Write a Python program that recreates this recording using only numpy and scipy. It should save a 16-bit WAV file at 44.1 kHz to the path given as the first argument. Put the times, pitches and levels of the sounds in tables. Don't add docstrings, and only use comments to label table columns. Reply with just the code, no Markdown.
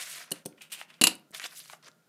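import sys
import numpy as np
from scipy import signal
from scipy.fft import rfft, irfft, next_fast_len
from scipy.io import wavfile
from scipy.ndimage import uniform_filter1d

SR = 44100
rng = np.random.default_rng(int(sys.argv[2]) if len(sys.argv) > 2 else 0)


def wrap_up_sound(samples):
    columns = np.atleast_2d(samples).T
    tamed = np.clip(columns, -1, 1)
    steps = np.round(tamed * 32767).astype(np.int16)
    wavfile.write(sys.argv[1], SR, steps)


def invert_db(x):
    u = np.asarray(x, float) / 20
    return 10 ** u


N = 91860
T = np.arange(SR // 2) / SR


def unit(x):
    return x / np.sqrt(np.mean(x ** 2) + 1e-20)


def along(points, hz):
    f, value = np.transpose(points)
    return np.interp(np.log(hz + 1), np.log(f + 1), value)


def filtered(x, response):
    m = next_fast_len(len(x) + 8192)
    spectrum = rfft(x, m) * response(np.fft.rfftfreq(m, 1 / SR))
    return irfft(spectrum, m)[:len(x)]


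def peak(f, hz, width):
    return 1j * f * width / (hz * hz - f * f + 1j * f * width)


def add(out, s, x):
    out[round(s * SR):][:len(x)] += x


def onset(rise_s):
    return 1 - np.exp(-T / rise_s)


def ring(modes, scatter_db):
    hz, db, t60 = np.transpose(modes)[:, :, None]
    db = db + scatter_db * rng.standard_normal(hz.shape)
    return invert_db(db - 60 * T / t60) * np.sin(2 * np.pi * hz * T)


def rattle(peaks, low_db, high_db, t60, strike):
    burst = rng.standard_normal(len(T)) * invert_db(-60 * T / t60) * onset(0.00044)
    burst[:3] += strike

    def body(f):
        total = 0
        for k, (hz, width, db) in enumerate(peaks):
            gain_db = db + band_db(hz, low_db, high_db)
            total = total + (-1) ** k * invert_db(gain_db) * peak(f, hz, width)
        return total

    return filtered(burst, body)


def band_db(hz, low_db, high_db):
    return high_db if hz > 5500 else low_db


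def stroke(rows, colour, grit_db, patchy_db):
    s, level_db, tilt = np.transpose(rows)
    n = round((s[-1] - s[0]) * SR) + 1024
    bumps = uniform_filter1d(rng.standard_normal(n), size=16) * 4
    grit = rng.standard_normal(n) * invert_db(grit_db * bumps)
    hz, t, z = signal.stft(unit(filtered(grit, colour)), SR, nperseg=256)
    patches = uniform_filter1d(rng.standard_normal(z.shape), size=14, axis=0)
    patches = unit(uniform_filter1d(patches, size=2, axis=1))
    octaves = np.log2((hz[:, None] + 200) / 4000)
    shape = invert_db(octaves * np.interp(t + s[0], s, tilt) + patchy_db * patches)
    x = signal.istft(z * shape, SR, nperseg=256)[1][:n]
    at = s[0] + np.arange(n) / SR
    fade = np.clip((s[-1] - at) * 200, 0, 1)
    return x * invert_db(np.interp(at, s, level_db)) * fade


# (f/Hz, level/dB per Hz)
FLOOR = [(24, -64), (40, -40.5), (218, -7), (260, -13), (591, -17.5), (1160, -26), (1380, -16.5),
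         (1820, -26.5), (15500, -33.5)]
# (f/Hz, width/Hz, level/dB)
HUMS = [(153.8, 49, -69), (611, 27, -81), (1400, 23, -80)]


def hush():
    out = invert_db(-69) * unit(filtered(rng.standard_normal(N), lambda f: invert_db(along(FLOOR, f))))
    for hz, width, db in HUMS:
        hum = filtered(rng.standard_normal(N), lambda f: peak(f, hz, width) ** 2)
        out += invert_db(db) * unit(hum)
    return out


# (f/Hz, level/dB per Hz)
CARD_COLOUR = [(180, -87), (300, -23), (756, -9), (835, -25.5), (953, -10.5), (1910, -2), (2320, -3),
               (10600, -7.5), (15500, -18)]


def card(f):
    return invert_db(along(CARD_COLOUR, f)) * (f > 150)


# (t/s, level/dB, brightness/dB per octave)
SLIDE = [(0, -39.5, -0.5), (0.028, -39.5, 0), (.052, -46.5, 0), (.106, -43, 2), (.16, -43, -0.5),
         (.222, -46.5, -2), (.26, -57.5, -2), (.33, -65.5, -11.5), (.36, -53, -3.5), (0.429, -69.5, -2)]


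def card_slide():
    out = np.zeros(N + SR)
    add(out, SLIDE[0][0], stroke(SLIDE, card, grit_db=1.5, patchy_db=2.5))
    return out[:N]


# (f/Hz, level/dB, t60/s)
BOX_MODES = [(170, -8, .14), (212, 0, .045), (295, -7, .13), (385, -3, .08), (510, -5, .06),
             (680, -11, .045), (830, -16, .035)]


def hollow_thud(damping, scatter_db, rise_s):
    modes = np.array(BOX_MODES) * [1, 1, damping]
    return ring(modes, scatter_db).sum(0) * onset(rise_s)


# (t/s, low rattle level/dB, high rattle level/dB, thud level/dB, t60/s)
CLACKS = [
    (0.3083, -40, -27, -70, 0.0042),
    (0.3157, -31, -28.5, -24, 0.027),
    (0.3181, -25, -25.5, -67, 0.02),
    (0.4541, -54, -30, -68, .003),
    (0.4577, -29.5, -29, -22, 0.025),
]
# (f/Hz, width/Hz, level/dB)
LEVER_PEAKS = [(1490, 1500, -13), (2950, 870, -6), (4200, 750, -4.5), (6500, 1180, -6.5), (7870, 730, -4.5),
               (9200, 860, 0), (11300, 1900, -9), (13500, 900, -9)]


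def lever():
    out = np.zeros(N + SR)
    gripped_s, grip_damping = .4, 2.2
    for s, low_db, high_db, thud_db, t60 in CLACKS:
        peaks = np.array(LEVER_PEAKS) * [1, grip_damping if s > gripped_s else 1, 1]
        thud = hollow_thud(damping=1, scatter_db=.5, rise_s=0.0005)
        scrape = rattle(peaks, low_db, high_db, t60, strike=0.86)
        add(out, s, 0.38 * invert_db(thud_db) * thud + 3 * scrape)
    return out[:N]


# (f/Hz, level/dB, t60/s)
BLADE_MODES = [(1863, -17, .02), (2934, -3, .04), (4200, -5, .04), (7693, -13, .04), (9600, 0, .035),
               (11500, -14, .03), (13550, -10, .04)]
# (t/s, low modes level/dB, high modes level/dB)
BLADE_HITS = [
    (0.318, -22.5, -21.5),
    (.4583, -41, -28.5),
]


def blade():
    out = np.zeros(N + SR)
    free_s, held_t60 = 0.0051, 0.013
    shape = onset(0.0011) * invert_db(-60 * np.maximum(T - free_s, 0) / held_t60)
    for s, low_db, high_db in BLADE_HITS:
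        gains = invert_db([band_db(hz, low_db, high_db) for hz, _, _ in BLADE_MODES])
        add(out, s, gains @ ring(BLADE_MODES, scatter_db=0.5) * shape)
    return out[:N]


# (t/s, peak level/dB, centre f/Hz, t60/s, width over centre)
SNAPS = [(.526, -54, 2420, 0.027, .6), (0.5799, -51.5, 2160, .05, 0.54), (0.612, -39, 2410, 0.054, 0.37),
         (.6195, -35.5, 6000, .02, 0.76), (0.7193, -40, 2880, 0.035, 0.26), (.7262, -29, 8800, .02, 0.49),
         (0.728, -31.5, 2800, 0.056, 0.21), (0.8139, -27, 2150, .028, .7), (0.814, -33, 1120, .025, .8),
         (0.8259, -36.5, 2800, 0.019, 1.2), (.903, -43, 2000, 0.057, 1), (.941, -42, 3300, 0.022, 0.53),
         (1.154, -32, 9560, .011, 0.49), (1.196, -51, 11000, 0.011, 0.42),
         (1.308, -45.5, 8980, 0.023, 0.99), (1.3155, -45, 8920, .02, .9), (1.343, -40, 2290, .02, 1.2),
         (1.3472, -29.5, 3690, 0.039, 0.54), (1.3595, -46, 2500, .02, 1.3), (1.3665, -38, 3930, .02, .5),
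         (1.398, -25.5, 1920, 0.063, 0.81), (1.3979, -25, 6000, .008, 1), (1.4175, -29.5, 1680, 0.029, 1.7),
         (1.4385, -36, 4200, .03, 0.33), (1.4406, -25, 3520, 0.035, .6), (1.4425, -26.5, 2000, 0.039, 1.7),
         (1.4555, -41, 3580, 0.026, 0.33), (1.4597, -34, 3600, 0.02, 0.66), (1.51, -43, 3590, 0.018, 1.1),
         (1.524, -48, 1480, 0.067, 0.64), (1.602, -33.5, 4180, 0.067, 0.65), (1.658, -38.5, 2960, .01, 2.1),
         (1.699, -32.5, 2800, 0.016, 0.96), (1.698, -39, 1120, 0.081, 0.95),
         (1.7318, -37, 1500, 0.034, 1.06), (1.732, -39, 4960, .01, 0.44), (1.7333, -36.5, 860, 0.069, 1.4),
         (1.828, -47.5, 4450, 0.036, 0.71), (1.884, -40.5, 1400, 0.029, .8),
         (1.916, -48.5, 4000, 0.02, 0.77)]


def snaps():
    out = np.zeros(N + SR)
    for s, db, hz, t60, share in SNAPS:
        decay = 0.59 * invert_db(-60 * T / 0.0013) + 0.18 * invert_db(-60 * T / t60)
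        burst = rng.standard_normal(len(T)) * decay
        burst[0] += 1.5
        burst = filtered(burst, lambda f: peak(f, hz, share * hz) ** 2 + 0.014 * f / (f + hz))
        add(out, s, invert_db(db) * burst / np.abs(burst).max())
    return out[:N]


# (f/Hz, width/Hz, level/dB)
SHELL_PEAKS = [(2000, 2700, -4.5), (2800, 600, 4), (5463, 1500, -17), (8720, 2100, -6),
               (12680, 3000, -17.5)]
# (t/s, level/dB, brightness/dB per octave)
GRIP = [(.575, -65, 0), (.584, -62.5, -7), (.606, -71.5, 4), (.609, -56, -5.5), (.62, -47.5, 1.5),
        (.65, -58.5, -1.5), (.695, -71.5, -1)]
SCUFF = [(.7, -58.5, -1), (.717, -57, 0.5), (0.719, -40.5, 3), (0.729, -37, 3), (0.769, -51.5, -1),
         (.808, -46.5, 0.5), (.835, -56.5, -2), (.86, -66.5, -7)]
REACH = [(0.881, -66.5, -3.5), (0.904, -56, -2.5), (.92, -65, -6), (0.943, -60, -3), (.97, -68.5, -1.5),
         (1.003, -68, -10)]


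def hand_scuffs():
    out = np.zeros(N + SR)

    def shell(f):
        return np.sqrt(sum(abs(invert_db(db) * peak(f, hz, width)) ** 2 for hz, width, db in SHELL_PEAKS))

    for rows in (GRIP, SCUFF, REACH):
        add(out, rows[0][0], stroke(rows, shell, grit_db=2.5, patchy_db=0.2))
    return out[:N]


# (t/s, ring level/dB, low rattle level/dB, high rattle level/dB, thud level/dB)
LANDINGS = [
    (1.0129, -34, -19, -20.5, -11),
    (1.0155, -16, -16, -20, -39),
    (1.038, -5.5, -11, -10, -24),
    (1.048, -29.5, -23, -37.5, -25),
    (1.0698, -14.5, -10.5, -15.5, -20.5),
    (1.054, -40, -34.5, -31, -43.5),
    (1.113, -45, -40, -56, -35),
]
# (f/Hz, level/dB, t60/s)
BODY_MODES = [(2510, -13, .05), (2695, -3, .07), (2832, 0, .07), (2935, -13, .04), (3380, -15, .04),
              (3930, -11, .04), (4090, -10, .035)]
# (f/Hz, width/Hz, level/dB)
RATTLE_PEAKS = [(1022, 1500, -10), (2784, 270, 2), (4000, 900, -0.5), (5290, 1900, -6.5), (7205, 720, 1.5),
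                (9020, 1100, -2), (10300, 970, 1), (13300, 3000, -12)]
# (f/Hz, level/dB, t60/s)
TABLE_MODES = [(177, -7, 0.035), (246, 8, 0.035), (319.5, -4.5, .07), (403, -8, .06), (477.5, -10, 0.073),
               (563, -13, .06), (738, -14.5, 0.059)]
# (t/s, level/dB, f/Hz, t60/s)
PINGS = [(1.0127, -17, 4500, 0.017), (1.0165, -19.5, 4100, 0.025), (1.017, -21.5, 6900, .015),
         (1.016, -25, 13800, .015), (1.02, -24, 11000, 0.0092), (1.0384, -11, 10500, .016),
         (1.0392, -12, 7150, .02), (1.0465, -22.5, 12600, .012), (1.0663, -25, 7500, 0.023),
         (1.0699, -14, 3800, .012), (1.0698, -11, 2900, .014), (1.071, -17.5, 11100, 0.022),
         (1.1103, -30.5, 2800, 0.026)]


def landings():
    steel, rest = np.zeros((2, N + SR))
    signs = (-1.) ** np.arange(len(BODY_MODES))
    for s, ring_db, low_db, high_db, thud_db in LANDINGS:
        thud = ring(TABLE_MODES, scatter_db=3).sum(0) * onset(0.0021)
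        parts = rattle(RATTLE_PEAKS, low_db, high_db, t60=0.031, strike=1.95)
        add(steel, s, .5 * invert_db(ring_db) * signs @ ring(BODY_MODES, scatter_db=1.5))
        add(rest, s, 0.47 * invert_db(thud_db) * thud + 3 * parts)
    for s, db, hz, t60 in PINGS:
        add(rest, s, ring([(hz, db, t60)], scatter_db=0)[0] * onset(0.00042))
    return steel[:N], rest[:N]


# (t/s, level/dB)
KNOCKS = [
    (1.16, -58.5),
    (1.307, -52),
    (1.44, -46.5),
    (1.732, -63),
    (1.889, -54),
]


def edge_knocks():
    out = np.zeros(N + SR)
    for s, db in KNOCKS:
        add(out, s, invert_db(db) * hollow_thud(damping=.3, scatter_db=4.5, rise_s=0.00074))
    return out[:N]


# (t/s, level/dB, brightness/dB per octave)
LIFT = [(1.325, -67, -9.5), (1.346, -42, -0.5), (1.358, -45, -1), (1.382, -47, 2.5), (1.394, -55, -4),
        (1.414, -51, 3), (1.433, -46, -3), (1.462, -39, -2), (1.49, -78, 9)]
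BEND = [(1.491, -66, 4), (1.524, -51.5, -1.3), (1.548, -55, 1.2), (1.576, -48, 5), (1.62, -56.5, 1.5),
        (1.691, -58, 2), (1.729, -52.5, 0.5), (1.759, -66, 2), (1.787, -82, 2)]
DRAW = [(1.823, -84, -1), (1.827, -60.5, -5.5), (1.86, -56.5, -5), (1.886, -52, -4.5), (1.897, -91, -1),
        (1.94, -87, -1.2)]
# (f/Hz, width/Hz, level/dB)
EDGE = (5300, 1200, 2)


def card_lift():
    out = np.zeros(N + SR)
    hz, width, db = EDGE

    def edge(f):
        return card(f) * (1 + invert_db(db) * abs(peak(f, hz, width)) ** 2)

    for rows, colour in ((LIFT, card), (BEND, card), (DRAW, edge)):
        add(out, rows[0][0], stroke(rows, colour, grit_db=2, patchy_db=3.5))
    return out[:N]


# (f/Hz, t60/s)
ROOM_DECAY = [(200, 0.43), (1000, 0.32), (3000, 0.24), (8000, 0.17), (15000, 0.17)]


def room(x, size):
    out = np.zeros(N + SR)
    for start in range(0, N, size):
        hz, t, z = signal.stft(rng.standard_normal(SR // 2), SR, nperseg=256)
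        shape = invert_db(-60 * t / along(ROOM_DECAY, hz)[:, None]) * (hz[:, None] > 100)
        tail = signal.istft(z * shape, SR, nperseg=256)[1]
        tail = tail / np.linalg.norm(tail)
        add(out, start / SR + .004, signal.fftconvolve(x[start:start + size], tail))
    return out[:N]


SEND_DB = [-19, -12.5, -12.5, -13.5]


def scene():
    steel, rest = landings()
    rustle = card_slide() + snaps() + hand_scuffs() + edge_knocks() + card_lift()
    parts = np.array([steel + blade(), rest, lever(), rustle])
    return (parts.sum(0) + room(invert_db(SEND_DB) @ parts, size=2048) + hush())[None]


def roll_off(x):
    return signal.sosfilt(signal.butter(12, 16600, fs=SR, output="sos"), x)


def record(dry):
    x = filtered(dry[0], lambda f: (1j * f / (75 + 1j * f)) ** 5 / (1 + (f / 15300) ** 40))
    ceiling = .9
    x = x / (1 + abs(x / ceiling) ** 6) ** (1 / 6)
    return roll_off(x[None])


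dry = scene()
out = record(dry)
wrap_up_sound(out)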